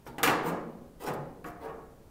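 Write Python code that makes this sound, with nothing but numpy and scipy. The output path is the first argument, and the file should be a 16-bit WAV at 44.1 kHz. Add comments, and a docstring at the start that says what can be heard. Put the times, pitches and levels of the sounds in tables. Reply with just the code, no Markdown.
"""A bent metal sheet is pressed into place against a car grille in a hard-walled garage. Faint contacts come
first, then loud clanks and rebounds; short scrapes, edge ticks and soft knocks follow. Blows and stick-slip
pushes excite decaying modes, noise bursts and dense reverberant ringing. Low sinusoids swell as the panel
flexes; a fixed colour of narrow and broad bands marks every contact. Steady shaped noise, the still air of the
garage, lies beneath from start to end."""
import sys
import numpy as np
from scipy import signal
from scipy.fft import rfft, irfft
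from scipy.io import wavfile

SR = 44100
rng = np.random.default_rng(int(sys.argv[2]) if len(sys.argv) > 2 else 0)


def dump(signal):
    """Clip the signal to [-1, 1] and save it as 16-bit WAV at the path in sys.argv[1]."""
    limited = np.clip(np.atleast_2d(signal).T, -1, 1)
    pcm = np.round(limited * 32767).astype(np.int16)
    wavfile.write(sys.argv[1], SR, pcm)


N = 92610  # length in samples

# blows of sheet on grille: (t/s, level/dB, then relative to it bass/dB, body/dB, clank/dB, treble/dB,
# crack/dB, favoured tone f/Hz, tone level/dB)
BLOWS = [(.066, -54.5, -2, 9, -5.5, -24, 13, 926, 2), (0.1827, -41.5, 5.5, 4.5, 0, -4, 0.5, 802, -2.5),
         (0.231, -23, -7.5, -1.5, 0.5, 4, -2.5, 1702, -13), (0.2366, -31, -25, -7, -9, 5.5, -27, 459, -6.5),
         (0.2742, -24.5, -8.5, -2, 2, -10, 2.5, 308, -10.5),
         (.298, -29.5, -8, -0.5, -1, -7, -2, 1138, -6.5),
         (.443, -39.5, -12, 10.5, -2.5, -32, -1, 471.2, -2.5), (.518, -44.5, 4, 7, 0, -22, -16, 564.6, -17),
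         (1.077, -39, 0, 7.5, -2.5, -14, -1.5, 752, -5.5), (1.098, -45.5, 14, 2, -1.5, -5, -1, 720, -21),
         (1.4435, -41.5, 4, -3, 5, -22.5, -3, 1118, -7.5)]


def knocks(common):
    """Impact excitation: a blow cracks and rings on; the spot that is struck favours one tone."""
    out = np.zeros(N)
    for s, db, bass_db, body_db, clank_db, treble_db, crack_db, hz, tone_db in BLOWS:
        ringing = shelve(metal(common, crack_db), bass_db, body_db, clank_db, treble_db)
        sing = amp(tone_db) * tone(hz) * linger(hz)
        add(out, s, amp(db) * (ringing + sing))
    return out


# first crack of a contact, relative spectrum: (f/Hz, level per Hz/dB)
CRACK_SPECTRUM = [(40, -46), (110, -23), (400, -2.5), (1600, 7), (2900, 7), (4200, -4.5), (8000, -4.5),
                  (14500, -7), (16000, -11.5)]
CRACK_DB, CRACK_T60_S = 2.5, 0.09
FRESH_DB = -2  # dense ringing that is new to each contact
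# dense ringing that fills the garage, relative spectrum: (f/Hz, level per Hz/dB)
WASH_SPECTRUM = [(40, -53), (100, -4), (160, 5.5), (300, 1.5), (500, 6), (800, 3.5), (1300, 3),
                 (2000, -2.5), (2900, -13.5), (3700, -12.5), (7000, -21), (15000, -16)]


def metal(common, crack_db):
    """Impulse response of sheet and grille: a broadband crack, then common and fresh ringing."""
    crack = amp(CRACK_DB + crack_db) * noise(CRACK_SPECTRUM) * fade(CRACK_T60_S)
    fresh = amp(FRESH_DB) * tail(WASH_SPECTRUM)
    return crack + common + fresh


# ringing modes of sheet and grille, relative levels: (f/Hz, level/dB)
SHEET_MODES = [(308, -0.5), (395, -7.5), (474, -1), (541, -19), (765, -4), (852, -1), (927, -4.5),
               (1088, -10), (1238, 1.5), (1320, -4.5), (1484, -24), (1653, 1), (2376, -3), (2686, -2)]
RING_DB, RING_T60_S, RING_SLOPE = -6, 0.55, -0.41  # t60 at 1 kHz, and its power law over frequency
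# bright ringing of the grille bars and the sheet's edge, relative levels: (f/Hz, level/dB)
BAR_MODES = [(2256, 9), (2885, 7), (3016, 2), (3560, -10), (4080, -2), (5900, -5), (6780, -11), (7420, -6),
             (7770, -11), (9400, -2.5), (12580, -4)]
BARS_LEVEL_DB, BARS_T60_S = -12, 0.072
# colour of the reflections of the bars, relative spectrum: (f/Hz, level per Hz/dB)
BAR_REFLECTIONS = [(200, -23), (2000, -3), (15000, 6)]
SHARED_DB = -5  # dense ringing common to all blows and scrapes


def shared_ringing():
    """Modal superposition: sheet modes, bar modes spread by reflections, and some dense ringing."""
    sheet = amp(RING_DB) * modes(SHEET_MODES, RING_T60_S, RING_SLOPE)
    ping = modes(BAR_MODES, BARS_T60_S, 0)
    ping = ping / np.linalg.norm(ping)
    bars = amp(BARS_LEVEL_DB) * signal.fftconvolve(ping, tail(BAR_REFLECTIONS))[:N]
    return sheet + bars + amp(SHARED_DB) * tail(WASH_SPECTRUM)


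def modes(table, t60, slope):
    """Damped modes, together of rms 1 at the start; t60 holds at 1 kHz."""
    hz, db = np.transpose(table)
    size = amp(db) / np.linalg.norm(amp(db))
    return sum(a * fade(t60 * (f / 1e3) ** slope) * tone(f) for f, a in zip(hz, size))


# reverberation time of the dense ringing: (f/Hz, t60/s)
WASH_DECAY = [(100, 1.08), (200, 1.33), (350, 1.09), (700, 0.81), (1400, 0.61), (2800, 0.62), (5000, 0.48),
              (9000, 0.34), (15000, 0.2)]


def tail(spectrum):
    """Diffuse reverberation: noise decays by frequency band, the treble sooner than the bass."""
    hz, t, z = signal.stft(noise(spectrum), SR, nperseg=512)
    z = z * np.exp(-np.log(1000) * t / read(WASH_DECAY, hz)[:, None])
    return signal.istft(z, SR, nperseg=512)[1][:N]


TONE_T60_S, TONE_SLOPE = 0.65, -0.26  # t60 at 1 kHz, and its power law over frequency
WAVER_DEPTH, WAVER_HZ = 0.51, 20  # rms depth, and upper limit of the random rate


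def linger(hz):
    """Damping with fluctuation: low tones last longer, and reflections make them waver."""
    slow = signal.butter(2, WAVER_HZ, fs=SR, output="sos")
    waver = unit(signal.sosfilt(slow, rng.standard_normal(N)))
    return fade(TONE_T60_S * (hz / 1e3) ** TONE_SLOPE) * (1 + WAVER_DEPTH * waver)


BASS_HZ, BODY_HZ, BODY_Q = 270, 481, 0.5
CLANK_HZ, CLANK_Q, TREBLE_HZ = 1710, 0.96, 2760


def shelve(x, bass_db, body_db, clank_db, treble_db):
    """Contact stiffness as spectral tilt: soft gives bass and body, hard gives clank and treble."""
    low = signal.lfilter(*signal.butter(1, BASS_HZ, fs=SR), x)
    x = bell(low * amp(bass_db) + x - low, BODY_HZ, body_db, BODY_Q)
    x = bell(x, CLANK_HZ, clank_db, CLANK_Q)
    # second-order treble shelf, designed in analogue form
    corner = 2 * SR * np.tan(np.pi * TREBLE_HZ / SR)
    gain = np.sqrt(amp(treble_db / 2))
    zero, pole = corner / gain, corner * gain
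    b = np.array([1, np.sqrt(2) * zero, zero ** 2])
    a = [1, np.sqrt(2) * pole, pole ** 2]
    return signal.lfilter(*signal.bilinear(b * amp(treble_db), a, SR), x)


# pushes of the sheet along the grille: (t/s, length/s, level/dB, then relative to it bass/dB, body/dB,
# clank/dB, treble/dB; separate hiss level/dB; favoured tone f/Hz, its level relative to the push/dB)
PUSHES = [(.052, 0.036, -48, 4.5, 2, -5.5, -1.5, -58, 841, -3.5),
          (0.423, 0.086, -29.5, -1, 2, -5.5, -14, -45.5, 427.2, -15),
          (0.985, 0.078, -45.5, -4.5, 13, -4.5, -5, -52, 500, 1),
          (1.048, 0.051, -38.5, 2.5, 5, -1, -10.5, -44.5, 845.7, -6.5),
          (1.44, 0.051, -43.5, 8, -1.5, -9.5, -19, -57.5, 705, -5),
          (1.592, 0.086, -39.5, -23, 3.5, -1, -26.5, -61.5, 450.7, -1),
          (1.654, 0.062, -41.5, -1, 1, -0.5, -29, -69, 1108, -7.5)]
SCRAPE_CRACK_DB = -0.5
SLIPS_PER_S, SLIP_SPREAD_DB = 2700, 2
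PUSH_SKEW = 1.37  # above 1 the push peaks late
# friction hiss, relative spectrum: (f/Hz, level per Hz/dB)
HISS_SPECTRUM = [(200, 7), (2000, -5.5), (4500, 1), (7000, -1), (10500, -1.5), (13500, -1), (16000, 1.5)]
HISS_T60_S, HISS_ROOM_DB = 0.01, -6.5


def scrapes(common):
    """Stick-slip friction: tiny slips swell, shake the metal, build up one tone and hiss at the edge."""
    out = np.zeros(N)
    for s, length, db, bass_db, body_db, clank_db, treble_db, hiss_db, hz, tone_db in PUSHES:
        u = np.arange(0, length, 1 / SR) / length
        force = slips()[:len(u)] * np.sin(np.pi * u ** PUSH_SKEW)
        force = force / (np.linalg.norm(force) + 1e-9)
        ringing = signal.fftconvolve(force, metal(common, SCRAPE_CRACK_DB))[:N]
        shake = shelve(ringing, bass_db, body_db, clank_db, treble_db)
        build_up = signal.fftconvolve(force ** 2, linger(hz))[:N]
        sing = amp(tone_db) * tone(hz) * build_up
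        add(out, s, amp(db) * (shake + sing))
        hiss = np.sqrt(len(u) / 2) * signal.fftconvolve(force, edge_response())
        add(out, s, amp(hiss_db) * hiss)
    return out


def slips():
    """Random impulse process: sparse slips of either sign and varied strength."""
    happens = rng.random(N) < SLIPS_PER_S / SR
    sign = rng.choice([-1, 1], N)
    strength = amp(SLIP_SPREAD_DB * np.minimum(rng.exponential(1, N), 3))
    return happens * sign * strength


def edge_response():
    """Direct and reverberant sound: the edge's short hiss and its tail in the garage."""
    near, far = noise(HISS_SPECTRUM) * fade(HISS_T60_S), tail(HISS_SPECTRUM)
    return near / np.linalg.norm(near) + amp(HISS_ROOM_DB) * far / np.linalg.norm(far)


# the edge catches on a bar: (t/s, level/dB)
CATCHES = [(0.057, -60), (.078, -86), (1.0382, -46), (1.137, -45.5), (1.442, -54), (1.47, -54),
           (1.486, -53), (1.501, -56)]
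# edge tick, relative spectrum: (f/Hz, level per Hz/dB)
TICK_SPECTRUM = [(500, -25), (4000, -6), (9000, -6), (13000, 0), (14800, -6), (16000, -3)]
TICK_T60_S = 0.048


def ticks():
    """Transient radiation: each catch of the edge is a thin, bright burst of decaying noise."""
    out = np.zeros(N)
    for s, db in CATCHES:
        add(out, s, amp(db) * noise(TICK_SPECTRUM) * fade(TICK_T60_S))
    return out


# the pressed panel flexes: (t/s, length/s, level/dB, f/Hz)
PANEL_FLEXES = [(.06, 0.16, -49.5, 240), (.24, 0.18, -43.5, 145), (.47, 0.47, -46.5, 222),
                (1.11, 0.28, -41.5, 143)]


def flexes():
    """Flexural vibration: a low panel mode swells and dies as the hand presses."""
    out = np.zeros(N)
    for s, length, db, hz in PANEL_FLEXES:
        t = np.arange(0, length, 1 / SR)
        swell = np.sin(np.pi * (t / length) ** 0.66) ** 2  # peaks early
        add(out, s, amp(db) * swell * np.sin(2 * np.pi * hz * t))
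    return out


# fixed colour of every contact: (f/Hz, level/dB, sharpness Q before the bell's gain correction)
COLOUR_BANDS = [(200.7, -14.5, 24), (598.5, -3.5, 5.8), (6470, -4, 44), (6780, 7, 54), (10670, -4, 21)]


def colour(contacts):
    """Fixed colouring: a few narrow and broad bands are lifted or cut in every contact."""
    for hz, db, q in COLOUR_BANDS:
        contacts = bell(contacts, hz, db, q)
    return contacts


# still air of the garage, relative spectrum: (f/Hz, level per Hz/dB)
AIR_SPECTRUM = [(20, 1.5), (45, 0), (65, 3), (95, -4.5), (160, -5), (400, -11.5), (1000, -19.5),
                (2500, -31.5), (6000, -34), (15000, -35)]
AIR_DB = -55.5


def still_air():
    """Stationary random noise: the quiet garage, strongest in the bass."""
    return amp(AIR_DB) * noise(AIR_SPECTRUM)


def noise(spectrum):
    """Spectral shaping: white noise weighted by frequency, then set to rms 1."""
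    weight = amp(read(spectrum, np.fft.rfftfreq(N, 1 / SR)))
    return unit(irfft(rfft(rng.standard_normal(N)) * weight, N))


def tone(hz):
    """Simple harmonic motion: a sine of rms 1 that starts from zero."""
    return np.sqrt(2) * np.sin(2 * np.pi * hz * np.arange(N) / SR)


def fade(t60):
    """Exponential decay, 60 dB down after t60."""
    return np.exp(-np.log(1000) * np.arange(N) / SR / t60)


def bell(x, hz, db, q):
    """Resonant filtering: lifts or cuts one band."""
    return x + (amp(db) - 1) * signal.lfilter(*signal.iirpeak(hz, q * amp(db / 2), fs=SR), x)


def amp(db):
    """Logarithmic level: decibels to gain."""
    return 10 ** (np.asarray(db) / 20)


def unit(x):
    """Power normalisation: scales to rms 1."""
    return x / np.sqrt(np.mean(x ** 2) + 1e-20)


def read(points, hz):
    """Linear interpolation of a table on a log-frequency axis."""
    f, value = np.transpose(points)
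    return np.interp(np.log(hz + 1), np.log(f), value)


def add(mix, s, sound):
    """Linear superposition: mixes a sound in at a time in seconds."""
    part = mix[max(round(s * SR), 0):][:len(sound)]
    part += sound[:len(part)]


def scene():
    """Superposition of all contacts, given a fixed colour, over the quiet garage."""
    common = shared_ringing()
    contacts = knocks(common) + scrapes(common) + ticks() + flexes()
    return (colour(contacts) + still_air())[None]


EDGE_HZ = 15750


def record(dry):
    """Band limitation: a linear-phase low-pass filter removes the highest treble."""
    lowpass = signal.firwin(401, EDGE_HZ, window=("kaiser", 8), fs=SR)
    return signal.oaconvolve(dry, lowpass[None], "same")


dry = scene()
out = record(dry)
dump(out)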